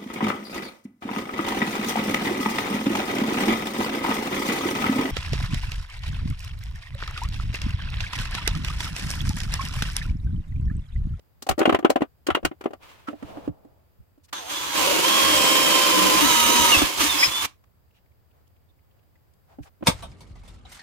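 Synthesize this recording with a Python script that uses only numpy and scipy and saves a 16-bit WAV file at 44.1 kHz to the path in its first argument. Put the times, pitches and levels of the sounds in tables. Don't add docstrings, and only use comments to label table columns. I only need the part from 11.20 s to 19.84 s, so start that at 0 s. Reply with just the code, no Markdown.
import sys
import numpy as np
from scipy import signal
from scipy.fft import rfft, irfft
from scipy.io import wavfile
from scipy.ndimage import uniform_filter1d

SR = 44100
rng = np.random.default_rng(int(sys.argv[2]) if len(sys.argv) > 2 else 0)


def wav_record(signal):
    frames = np.transpose(np.atleast_2d(signal))
    bounded = np.clip(frames, -1, 1)
    quanta = np.round(bounded * 32767).astype(np.int16)
    wavfile.write(sys.argv[1], SR, quanta)


N = 381005
TIME = np.arange(N) / SR
LEFT_RIGHT = np.array([[1], [-1]])

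# frequency in Hz, relative level per hertz in dB.
SHOP_SPECTRUM = [(20, -19), (38, -16), (77, -1), (142, -12), (228, -21), (642, -24.5), (1370, -31.5),
                 (4200, -42), (4940, -37), (5530, -46.5), (7950, -42.5), (9140, -49), (12100, -38.5),
                 (16000, -35.5)]
SHOP_DB = -60
# frequency in Hz, left minus right in dB.
CENTRE = [(20, 0), (16000, 0)]

# start in seconds, wood thud, clamp clack and metal tick in dB before
# the layer trims, favoured box pitch in Hz, favoured clamp pitch in Hz.
KNOCKS = [(0.221, -39, -41, -36, 240, 3120), (0.265, -27.5, -38, -43.5, 750, 1110),
          (0.288, -12.5, -19, -22, 775, 1260), (0.309, -21, -26.5, -36, 417, 1230),
          (0.378, -18, -34, -45, 320, 1310), (0.389, -16, -29, -30.5, 585, 1910),
          (0.402, -13, -26.5, -60, 320, 1400), (0.412, -10, -20.5, -53, 380.5, 1400),
          (0.427, -22, -29, -51, 585, 1310), (0.453, -9.5, -15, -38, 580, 2880),
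          (0.475, -9, -35, -50, 320, 1103), (0.492, -9, -16.5, -41, 362.6, 1113),
          (0.523, -12.5, -22, -43, 400, 1020), (0.544, -10.5, -16, -38, 396, 1020),
          (0.587, -21.5, -34, -47.5, 322, 1210), (0.625, -26, -42, -70, 320, 1110),
          (0.646, -4, -15, -40.5, 330, 1360), (0.694, -17, -35, -50, 300, 1020),
          (0.699, -8.5, -23.5, -26.5, 593, 1020), (0.757, -10, -22, -43.5, 623, 1020),
          (0.806, -20, -34, -55, 325, 1100), (0.817, -11, -25, -49, 280, 1060),
          (1.066, -30, -28.5, -31, 273, 3140), (1.084, -11.5, -26.5, -65, 320, 1110),
          (1.101, -24, -19, -57, 750, 1310), (1.147, -18.5, -16, -36, 296, 2850),
          (1.169, -19.5, -35, -70, 488, 1110), (1.228, -29.5, -44.5, -65, 320, 1210),
          (1.248, -14.5, -17, -25, 322, 2770), (1.312, -27.5, -41, -73, 320, 1014),
          (1.408, -34, -39, -51.5, 400, 1310), (1.438, -34, -40, -52.5, 400, 1310),
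          (1.456, -13, -30, -57, 400, 1020), (1.505, -33, -50, -65, 390, 1020),
          (1.531, -30, -40.5, -55, 567, 1210), (1.882, -24, -32, -54, 275, 1310),
          (1.929, -30, -54, -73, 298, 1910), (2.024, -27.5, -42.5, -57, 240, 1310),
          (2.169, -30, -45, -71, 275, 1110), (2.274, -17.5, -45, -59, 273, 1210),
          (2.447, -41.5, -66, -73, 300, 1105), (2.975, -50, -73, -77.5, 320, 1100),
          (3.126, -38.5, -30.5, -34.5, 322, 1210), (5.616, -12, -21.5, -25, 277, 3120),
          (8.384, -32, -57, -76, 275, 1024), (8.607, -39.5, -64.5, -79.5, 240, 1020),
          (8.624, -24.5, -40.5, -71, 240, 1020)]
# start in seconds, level in dB.
BUMPS = [(0.288, -23.5), (.525, -28), (1.101, -31.5), (1.233, -28.5), (2.027, -38), (2.279, -28.5),
         (2.785, -42), (5.555, -25.5), (5.616, -27), (6.065, -34.5), (8.391, -35)]
# frequency in Hz, relative level in dB, t60 in seconds.
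BOX_MODES = [(246, -4, .07), (275.5, -3, 0.045), (329, 2.5, 0.041), (393, -1, .045), (510, 0.5, 0.027),
             (587.4, -0.5, 0.042), (670, -3.5, 0.063), (754, -1.5, 0.051), (814, -5.5, 0.053)]
# frequency in Hz, relative level in dB, t60 in seconds.
CLAMP_MODES = [(1017, 2, 0.046), (1124, 1, 0.045), (1187, -1, 0.06), (1313, 0, 0.062), (1423, -1.5, .05),
               (1890, -2.5, 0.03), (2500, -3, 0.031), (2830, -2, 0.04), (3200, -4, 0.031)]
# frequency in Hz, relative level per hertz in dB.
CLACK_SPECTRUM = [(500, -18), (750, -1.5), (1050, 0.5), (1350, -1.5), (1700, -4), (2100, -3.5),
                  (2500, -6.5), (2950, -4), (3600, -12), (5000, -27)]
TICK_SPECTRUM = [(2500, -15.5), (4300, 4), (5500, -2), (7500, -0.5), (10000, -6.5), (16000, -9)]
RUMBLE_SPECTRUM = [(20, -12), (50, -5), (78, 4), (110, -3.5), (180, -8.5), (300, -38.5), (900, -91)]
THUD_DB, CLACK_DB, CLAMP_RING_DB, TICK_DB = -3.5, -2.5, -5, -0.5
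FAVOUR_DB, FAVOUR_WIDTH, FOCUS_DB = 8, .18, 2.5
INSIDE_FROM_S = 1.7
CAVITY_HZ, CAVITY_T60, CAVITY_DB = 292, .095, 3

# time in seconds, rub in dB and hiss in dB before their trims.
SLIDE = [(1.58, -49, -70), (1.63, -61, -53), (1.936, -69, -66.5), (2.092, -49.5, -56.5),
         (2.162, -47, -57.5), (2.27, -52, -62), (2.31, -62, -81.5), (2.55, -70.5, -87)]
# frequency in Hz, relative level per hertz in dB.
RUB_SPECTRUM = [(250, -1), (450, 1), (620, 3.5), (1000, -5), (1600, -18), (3000, -59)]
RUB_HISS_SPECTRUM = [(530, -36.5), (900, -2.5), (1050, -1.5), (1490, -7), (2860, -7), (5350, -17.5),
                     (10900, -24.5), (16000, -23)]

# start in seconds, length in seconds, centre in Hz, width in Hz, level in dB.
RUSTLES = [(1.864, 0.084, 530, 70, -44.5), (1.868, 0.03, 1324, 60, -33), (3.028, 0.043, 5000, 7100, -59.5),
           (3.078, 0.029, 1500, 2500, -58), (6.025, 0.028, 4800, 3500, -27.5),
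           (6.237, .025, 1250, 600, -31.5), (6.436, 0.013, 1200, 700, -58.5),
           (6.719, 0.097, 2762, 896, -67.5), (7.078, .2, 600, 249.6, -68.5), (7.274, .01, 5010, 8000, -66),
           (7.479, 0.045, 3600, 80.3, -71.5), (7.678, 0.17, 572, 250, -71), (7.947, .025, 1950, 250, -66),
           (8.133, .012, 5000, 8900, -67), (8.254, 0.14, 750, 247, -58), (8.412, 0.059, 6020, 8940, -60.5),
           (8.422, 0.026, 1900, 1200, -55), (8.433, 0.071, 700, 596, -53)]
GLUE_FROM_S, GLUE_TO_S, GLUE_CRACKLE_S = 6.7, 8.1, .018
GLUE_HZ, GLUE_WIDTH_HZ, GLUE_DB = 2300, 400, -71

TRIGGER_ON_S, TRIGGER_OFF_S = 3.126, 6.255
# time in seconds, turns per second.
SPEED = [(3.16, 290), (3.25, 211), (3.32, 286), (3.43, 286), (3.55, 274), (3.64, 250), (3.72, 238),
         (3.82, 234), (3.87, 270), (3.93, 274.5), (4.07, 271), (4.2, 263), (4.52, 261.5), (4.85, 255),
         (4.98, 257), (5.02, 300), (5.07, 334), (5.13, 319), (5.25, 314), (5.37, 322), (5.51, 313),
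         (5.555, 277), (5.6, 299), (5.63, 288), (5.72, 240), (5.81, 307), (5.89, 309), (5.94, 285),
         (6.02, 277), (6.1, 286), (6.19, 294)]
# time in seconds, level in dB before the trims of each layer.
EFFORT = [(3.13, -41.5), (3.15, -50.5), (3.27, -49.5), (3.31, -38.5), (3.52, -38.5), (3.58, -29),
          (3.82, -30), (3.85, -27.5), (4.97, -27), (5.0, -26), (5.55, -25.5), (5.76, -38), (5.81, -24.5),
          (5.9, -31), (6.04, -29.5), (6.1, -35.5), (6.2, -36), (6.25, -30)]
LOADED_SPEED, RACING_SPEED = 270, 314
LOADED_EFFORT_DB, FREE_BELOW_DB = -31, 6
LEAN_S, LEAN_RISE_S, PULL_BACK_S, PULL_BACK_FALL_S = 4.3, .03, 5.52, .4
GEAR_DB, LEAN_GAIN_DB, SLACK_DB, MESH_DB = -4, 1.5, 7, 1
IDLE_MESH_DB = -40
MOTOR_TURNS_PER_CHUCK_TURN, WOBBLE = 20, .0025
PHASE_WANDER_RAD = .25
# time in seconds, level in dB.
WHINE = [(3.27, -62), (3.36, -35), (3.5, -47), (3.62, -38), (3.77, -33), (3.83, -38), (3.86, -25),
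         (4.6, -25.3), (4.85, -32), (5.1, -30.5), (5.55, -31), (5.6, -26), (5.7, -48), (5.88, -40),
         (5.9, -23.5), (5.95, -38), (6.03, -35), (6.1, -41), (6.15, -28), (6.215, -28), (6.23, -44)]
# multiple of the turning rate, then trims in dB
GEAR_ORDERS = [(.75, -28, -21, -13), (2, -20, -11.5, -30), (2.25, -22, -14, -28), (3, -9.5, -18, -5),
               (3.45, -11, -28, -30), (3.75, -28, -17, -22), (6, -17, -15, -19), (9.38, -22, -12, -6),
               (19.6, -28, -14.5, -6.5), (29.4, -26, -15.5, -10), (39.2, -26, -15, -23)]
# centre in Hz, width in Hz, lift in dB.
GEARBOX = [(1025, 40, 4.5), (1290, 70, 1.5)]
# centre in Hz, width in Hz, lift in dB.
HOUSING = [(300, 120, 5), (550, 120, 4), (980, 180, 6), (2950, 500, 5), (5140, 200, 7), (6300, 700, 3),
           (7730, 200, 8)]

# centre in Hz, width in Hz, level in dB at the labouring speed and above.
SKATING = [(328.5, 50, -49), (1343, 150, -45), (1600, 160, -45.5), (3470, 600, -38), (6330, 150, -41.5)]
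SKATE_UNTIL_S, SKATE_FADE_S = 3.55, .15
SKATE_SAG_DB = 7.5

# frequency in Hz, relative level per hertz in dB.
DRONE_SPECTRUM = [(88, -48), (150, -15), (182, -10.5), (240, -10.5), (312, 2.5), (360, -5), (450, -7),
                  (510, -4), (580, -5), (635, -10.5), (800, -13.5), (1040, -44.5), (1760, -120)]
CUTTING_SPECTRUM = [(410, -38), (700, -15.5), (863, -10), (936, -4), (1050, -2.5), (1150, -6), (1310, -8),
                    (1480, -12), (1590, -9), (1740, -11), (2310, -8), (3180, -5.5), (3450, -8.5),
                    (4800, -11.5), (6240, -49.5), (10600, -120)]
CHIP_SPECTRUM = [(2470, -30.5), (4200, -3), (4620, -21), (5020, 0), (5560, 0), (6250, 1.5), (8550, -4),
                 (9300, -4), (15100, -5), (16000, -23.5)]
# frequency in Hz, left minus right in dB.
DRILL_SIDE = [(60, -2), (200, -5.5), (380, -5), (700, 5.5), (1290, -6.5), (2380, -3), (4400, -1.5),
              (8120, -6.5), (15000, 0)]
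CUTTING_DB, CHIPS_DB, DRONE_DB, RUMBLE_DB, BORING_DB = 6.5, 3, -1, -18.5, -1
RACING_DULLS_DB, FULL_EFFORT_DB, BODY_FOLLOWS, RACING_SHAKES_DB = 1.5, -26.5, 1.25, 5
FLUTE_CHIPS_DB, FLUTE_BOX_DB, CRUNCH_DB = .7, 2, 1.1

# start in seconds, length in seconds, start pitch in Hz, end pitch in Hz, level in dB.
SQUEALS = [(3.575, .12, 820, 730, -33), (3.636, 0.096, 562, 548, -26), (3.708, 0.086, 320, 288, -31),
           (4.6, 0.37, 314, 313, -30.5), (4.692, 0.31, 191, 189, -36), (5.007, 0.071, 305, 288, -22),
           (5.33, 0.079, 250, 231, -29), (5.513, 0.062, 2930, 2525, -19), (5.796, 0.086, 290, 280, -27.5),
           (5.934, 0.042, 309.4, 310, -34), (5.979, .1, 5060, 5120, -22), (6.022, 0.024, 1844, 2040, -16.5),
           (6.026, 0.021, 2176, 2560, -13)]

CUTOFF_HZ = 16100


def from_db(db):
    return 10 ** (np.asarray(db) / 20)


def rms_one(x):
    return x / np.sqrt(np.mean(x ** 2) + 1e-20)


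def peak_one(x):
    power = uniform_filter1d(x ** 2, size=256)
    return x / np.sqrt(power.max(axis=-1, keepdims=True) + 1e-20)


def in_time(rows):
    s, *columns = np.transpose(rows)
    return [np.interp(TIME, s, column) for column in columns]


def at_hz(points, hz):
    f, value = np.transpose(points)
    return np.interp(np.log(hz + 1e-3), np.log(f), value)


def ramp(start, length):
    return np.clip((TIME - start) / length, 0, 1)


def gate(start, stop, rise, t60):
    return ramp(start, rise) * from_db(-60 * np.maximum(TIME - stop, 0) / t60)


def blow(t, rise, t60):
    return np.minimum(t / rise, 1) ** 1.3 * from_db(-60 * np.maximum(t - rise, 0) / t60)


def drift(rate):
    knots = rng.standard_normal(N // 20)
    return np.interp(TIME * rate, np.arange(len(knots)), knots)


def white():
    return rng.standard_normal((2, N))


def colour(x, spectrum, side=CENTRE):
    hz = np.arange(N // 2 + 1) * SR / N
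    db = at_hz(spectrum, hz) + LEFT_RIGHT * at_hz(side, hz) / 2
    return rms_one(irfft(rfft(x) * from_db(db), N))


def resonant_noise(hz, width_hz, size):
    r = np.exp(-np.pi * width_hz / SR)
    poles = [1, -2 * r * np.cos(2 * np.pi * hz / SR), r * r]
    return rms_one(signal.lfilter([1, 0, -1], poles, rng.standard_normal((2, size))))


def lift(hz, centre_hz, width_hz, peak_db):
    return peak_db / (1 + (2 * (hz - centre_hz) / width_hz) ** 2)


def soften(x, top_hz):
    return signal.sosfilt(signal.butter(1, top_hz, fs=SR, output="sos"), x)


def workshop(x, t60, wet_db, wall_hz):
    t = TIME[:SR // 2]
    tail = rng.standard_normal((2, len(t))) * blow(t, rise=.012, t60=t60)
    tail = soften(tail, wall_hz)
    tail /= np.sqrt(np.sum(tail ** 2, axis=1, keepdims=True))
    return x + from_db(wet_db) * signal.fftconvolve(x, tail, axes=1)[:, :N]


def shop_air():
    return from_db(SHOP_DB + .76 * drift(4)) * colour(white(), SHOP_SPECTRUM)


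def swing(t, hz):
    ear_phase = rng.choice([-1, 1]) * LEFT_RIGHT * np.pi / 4
    return np.sin(2 * np.pi * (hz * t + rng.random()) + ear_phase)


def ringing(t, modes, favoured_hz):
    out = 0
    for hz, db, t60 in modes:
        db = db + lift(hz, favoured_hz, FAVOUR_WIDTH * favoured_hz, FAVOUR_DB)
        db = db - FOCUS_DB * np.log2(hz / favoured_hz) ** 2
        level = from_db(db + rng.normal(0, 2.0, (2, 1)))
        out = out + level * blow(t, rise=.0038, t60=t60) * swing(t, hz)
    return peak_one(out)


def knocks():
    t = TIME[:SR // 4]
    out = np.zeros((2, N + len(t)))
    clamp, metal, bench = (np.pad(colour(white(), spectrum), ((0, 0), (0, len(t))), "wrap")
                           for spectrum in (CLACK_SPECTRUM, TICK_SPECTRUM, RUMBLE_SPECTRUM))
    for s, thud_db, clack_db, tick_db, box_hz, clamp_hz in KNOCKS:
        span = slice(int(s * SR), int(s * SR) + len(t))
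        wood = ringing(t, BOX_MODES, box_hz)
        if s > INSIDE_FROM_S:
            wood = wood + from_db(CAVITY_DB) * blow(t, rise=.0076, t60=CAVITY_T60) * swing(t, CAVITY_HZ)
        top_hz = np.clip(4300 * 2 ** ((clack_db - thud_db) / 10), 1200, 8000)
        rattle = soften(clamp[:, span], top_hz) * blow(t, rise=.0036, t60=.054)
        tick = metal[:, span] * blow(t, rise=.0049, t60=.04)
        out[:, span] += from_db(thud_db + THUD_DB) * peak_one(wood)
        out[:, span] += from_db(clack_db + CLAMP_RING_DB) * ringing(t, CLAMP_MODES, clamp_hz)
        out[:, span] += from_db(clack_db + CLACK_DB) * peak_one(rattle)
        out[:, span] += from_db(tick_db + TICK_DB) * peak_one(tick)
    for s, db in BUMPS:
        span = slice(int(s * SR), int(s * SR) + len(t))
        out[:, span] += from_db(db) * peak_one(bench[:, span] * blow(t, rise=.018, t60=.085))
    side_db = np.where(TIME < INSIDE_FROM_S, 2.2, -3.5)
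    placed = out[:, :N] * from_db(LEFT_RIGHT * side_db / 2)
    return workshop(placed, t60=.063, wet_db=-20, wall_hz=6000)


def slide():
    rub_db, hiss_db = in_time(SLIDE)
    rub = from_db(rub_db + 5) * colour(white(), RUB_SPECTRUM)
    hiss = from_db(hiss_db + 4) * colour(white(), RUB_HISS_SPECTRUM)
    return (rub + hiss) * from_db(1.7 * drift(50.05)) * gate(1.59, 2.59, rise=.038, t60=.58)


def glue_crackles(count):
    return [(s, GLUE_CRACKLE_S, GLUE_HZ * 2 ** (.22 * rng.normal()), GLUE_WIDTH_HZ, GLUE_DB)
            for s in rng.uniform(GLUE_FROM_S, GLUE_TO_S, count)]


def rustles():
    out = np.zeros((2, N))
    for s, length, hz, width_hz, db in RUSTLES + glue_crackles(count=12):
        swell = np.hanning(int(length * SR))
        span = slice(int(s * SR), int(s * SR) + len(swell))
        out[:, span] += from_db(db) * swell * resonant_noise(hz, width_hz, size=len(swell))
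    return out


def racing_share(speed):
    return np.clip((speed - LOADED_SPEED) / (RACING_SPEED - LOADED_SPEED), 0, 1)


def chuck_angle(speed):
    return 2 * np.pi * np.cumsum(speed) / SR / MOTOR_TURNS_PER_CHUCK_TURN


def tone(hz, waver_db, blur_hz):
    phase = 2 * np.pi * np.cumsum(hz + blur_hz * drift(260)) / SR
    ears = []
    for ear in LEFT_RIGHT:
        strength = np.sqrt(2) * from_db(waver_db * drift(40))
        ears.append(strength * np.sin(phase + PHASE_WANDER_RAD * drift(5) + ear * np.pi / 4))
    return np.array(ears)


def motor():
    speed, = in_time(SPEED)
    effort_db, = in_time(EFFORT)
    whine_db, = in_time(WHINE)
    racing = racing_share(speed)
    free = np.clip((LOADED_EFFORT_DB - effort_db) / FREE_BELOW_DB, 0, 1)
    pulled = ramp(PULL_BACK_S, PULL_BACK_FALL_S)
    leaning = ramp(LEAN_S, LEAN_RISE_S) * (1 - pulled)
    angle = chuck_angle(speed)
    speed = speed * (1 + WOBBLE * (1 - free) * (np.sin(angle) + np.sin(2 * angle)))
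    mesh_db = np.maximum(effort_db - RACING_DULLS_DB * racing - SLACK_DB * pulled, IDLE_MESH_DB)
    gear_hz, whine_hz = 4 * speed, 12 * speed
    gear_db = mesh_db + GEAR_DB + LEAN_GAIN_DB * leaning - SLACK_DB * free / 2
    gear_db = gear_db + sum(lift(gear_hz, *resonance) for resonance in GEARBOX)
    out = from_db(gear_db) * tone(gear_hz, waver_db=2.6, blur_hz=9)
    out += from_db(whine_db) * tone(whine_hz, waver_db=1.5, blur_hz=3)
    for order, free_trim_db, cutting_trim_db, racing_trim_db in GEAR_ORDERS:
        hz = order * speed
        loaded_trim_db = (1 - racing) * cutting_trim_db + racing * racing_trim_db
        db = mesh_db + MESH_DB + free * free_trim_db + (1 - free) * loaded_trim_db
        db = db + sum(lift(hz, *resonance) for resonance in HOUSING)
        blur_hz = 5 + .011 * order ** 2.6 * (1 + 6 * racing)
        out += from_db(db) * tone(hz, waver_db=3, blur_hz=blur_hz)
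    return out * from_db(-1.1 * LEFT_RIGHT)


def skating():
    speed, = in_time(SPEED)
    sag = (np.minimum(speed, LOADED_SPEED) - LOADED_SPEED) / 30
    level = from_db(SKATE_SAG_DB * sag) * (1 - ramp(SKATE_UNTIL_S, SKATE_FADE_S))
    return level * sum(from_db(db) * resonant_noise(hz, width_hz, size=N) for hz, width_hz, db in SKATING)


def grains(per_s, spread_db):
    return white() * (rng.random((2, N)) < per_s / SR) * from_db(spread_db * drift(700))


def boring():
    speed, = in_time(SPEED)
    effort_db, = in_time(EFFORT)
    racing = racing_share(speed)
    force_db = effort_db - RACING_DULLS_DB * racing
    body_db = FULL_EFFORT_DB + BODY_FOLLOWS * (force_db - FULL_EFFORT_DB)
    flutes = np.sin(2 * chuck_angle(speed))
    bite_db = FLUTE_CHIPS_DB * flutes + CRUNCH_DB * drift(220)
    unloaded_db = 4 * ramp(PULL_BACK_S, PULL_BACK_FALL_S)
    cutting_db = force_db + CUTTING_DB + bite_db
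    chips_db = effort_db + CHIPS_DB + bite_db
    drone_db = body_db + DRONE_DB - unloaded_db + FLUTE_BOX_DB * flutes + 1.9 * drift(25)
    rumble_db = body_db + RUMBLE_DB + RACING_SHAKES_DB * racing + 4.8 * drift(22)
    cutting = from_db(cutting_db) * colour(grains(14000, spread_db=1), CUTTING_SPECTRUM, DRILL_SIDE)
    chips = from_db(chips_db) * colour(grains(22000, spread_db=.5), CHIP_SPECTRUM, DRILL_SIDE)
    drone = from_db(drone_db) * colour(white(), DRONE_SPECTRUM, DRILL_SIDE)
    rumble = from_db(rumble_db) * colour(white(), RUMBLE_SPECTRUM)
    return cutting + chips + drone + rumble


def plywood_walls(x):
    first, second = (workshop(x, t60=.015, wet_db=-8, wall_hz=12000) - x for _ in range(2))
    shift = 2 * drift(4)
    return x + np.cos(shift) * first + np.sin(shift) * second


def squeals():
    out = np.zeros((2, N))
    for s, length, start_hz, end_hz, db in SQUEALS:
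        along = ramp(s, length)
        hz = start_hz + (end_hz - start_hz) * along
        out += from_db(db) * np.sin(np.pi * along) * tone(hz, waver_db=5.5, blur_hz=np.sqrt(start_hz))
    return out


def drill():
    trigger = gate(TRIGGER_ON_S, TRIGGER_OFF_S, rise=.0066, t60=.036)
    boxed = from_db(BORING_DB) * plywood_walls(boring())
    running = trigger * (motor() + skating() + boxed)
    return workshop(running + squeals(), t60=.179, wet_db=-21, wall_hz=6000)


def scene():
    return shop_air() + knocks() + slide() + rustles() + drill()


def record(dry):
    low_pass = signal.ellip(12, .1, 90, CUTOFF_HZ, fs=SR, output="sos")
    return signal.sosfilt(low_pass, np.clip(dry, -1, 1))


dry = scene()
out = record(dry)
wav_record(out)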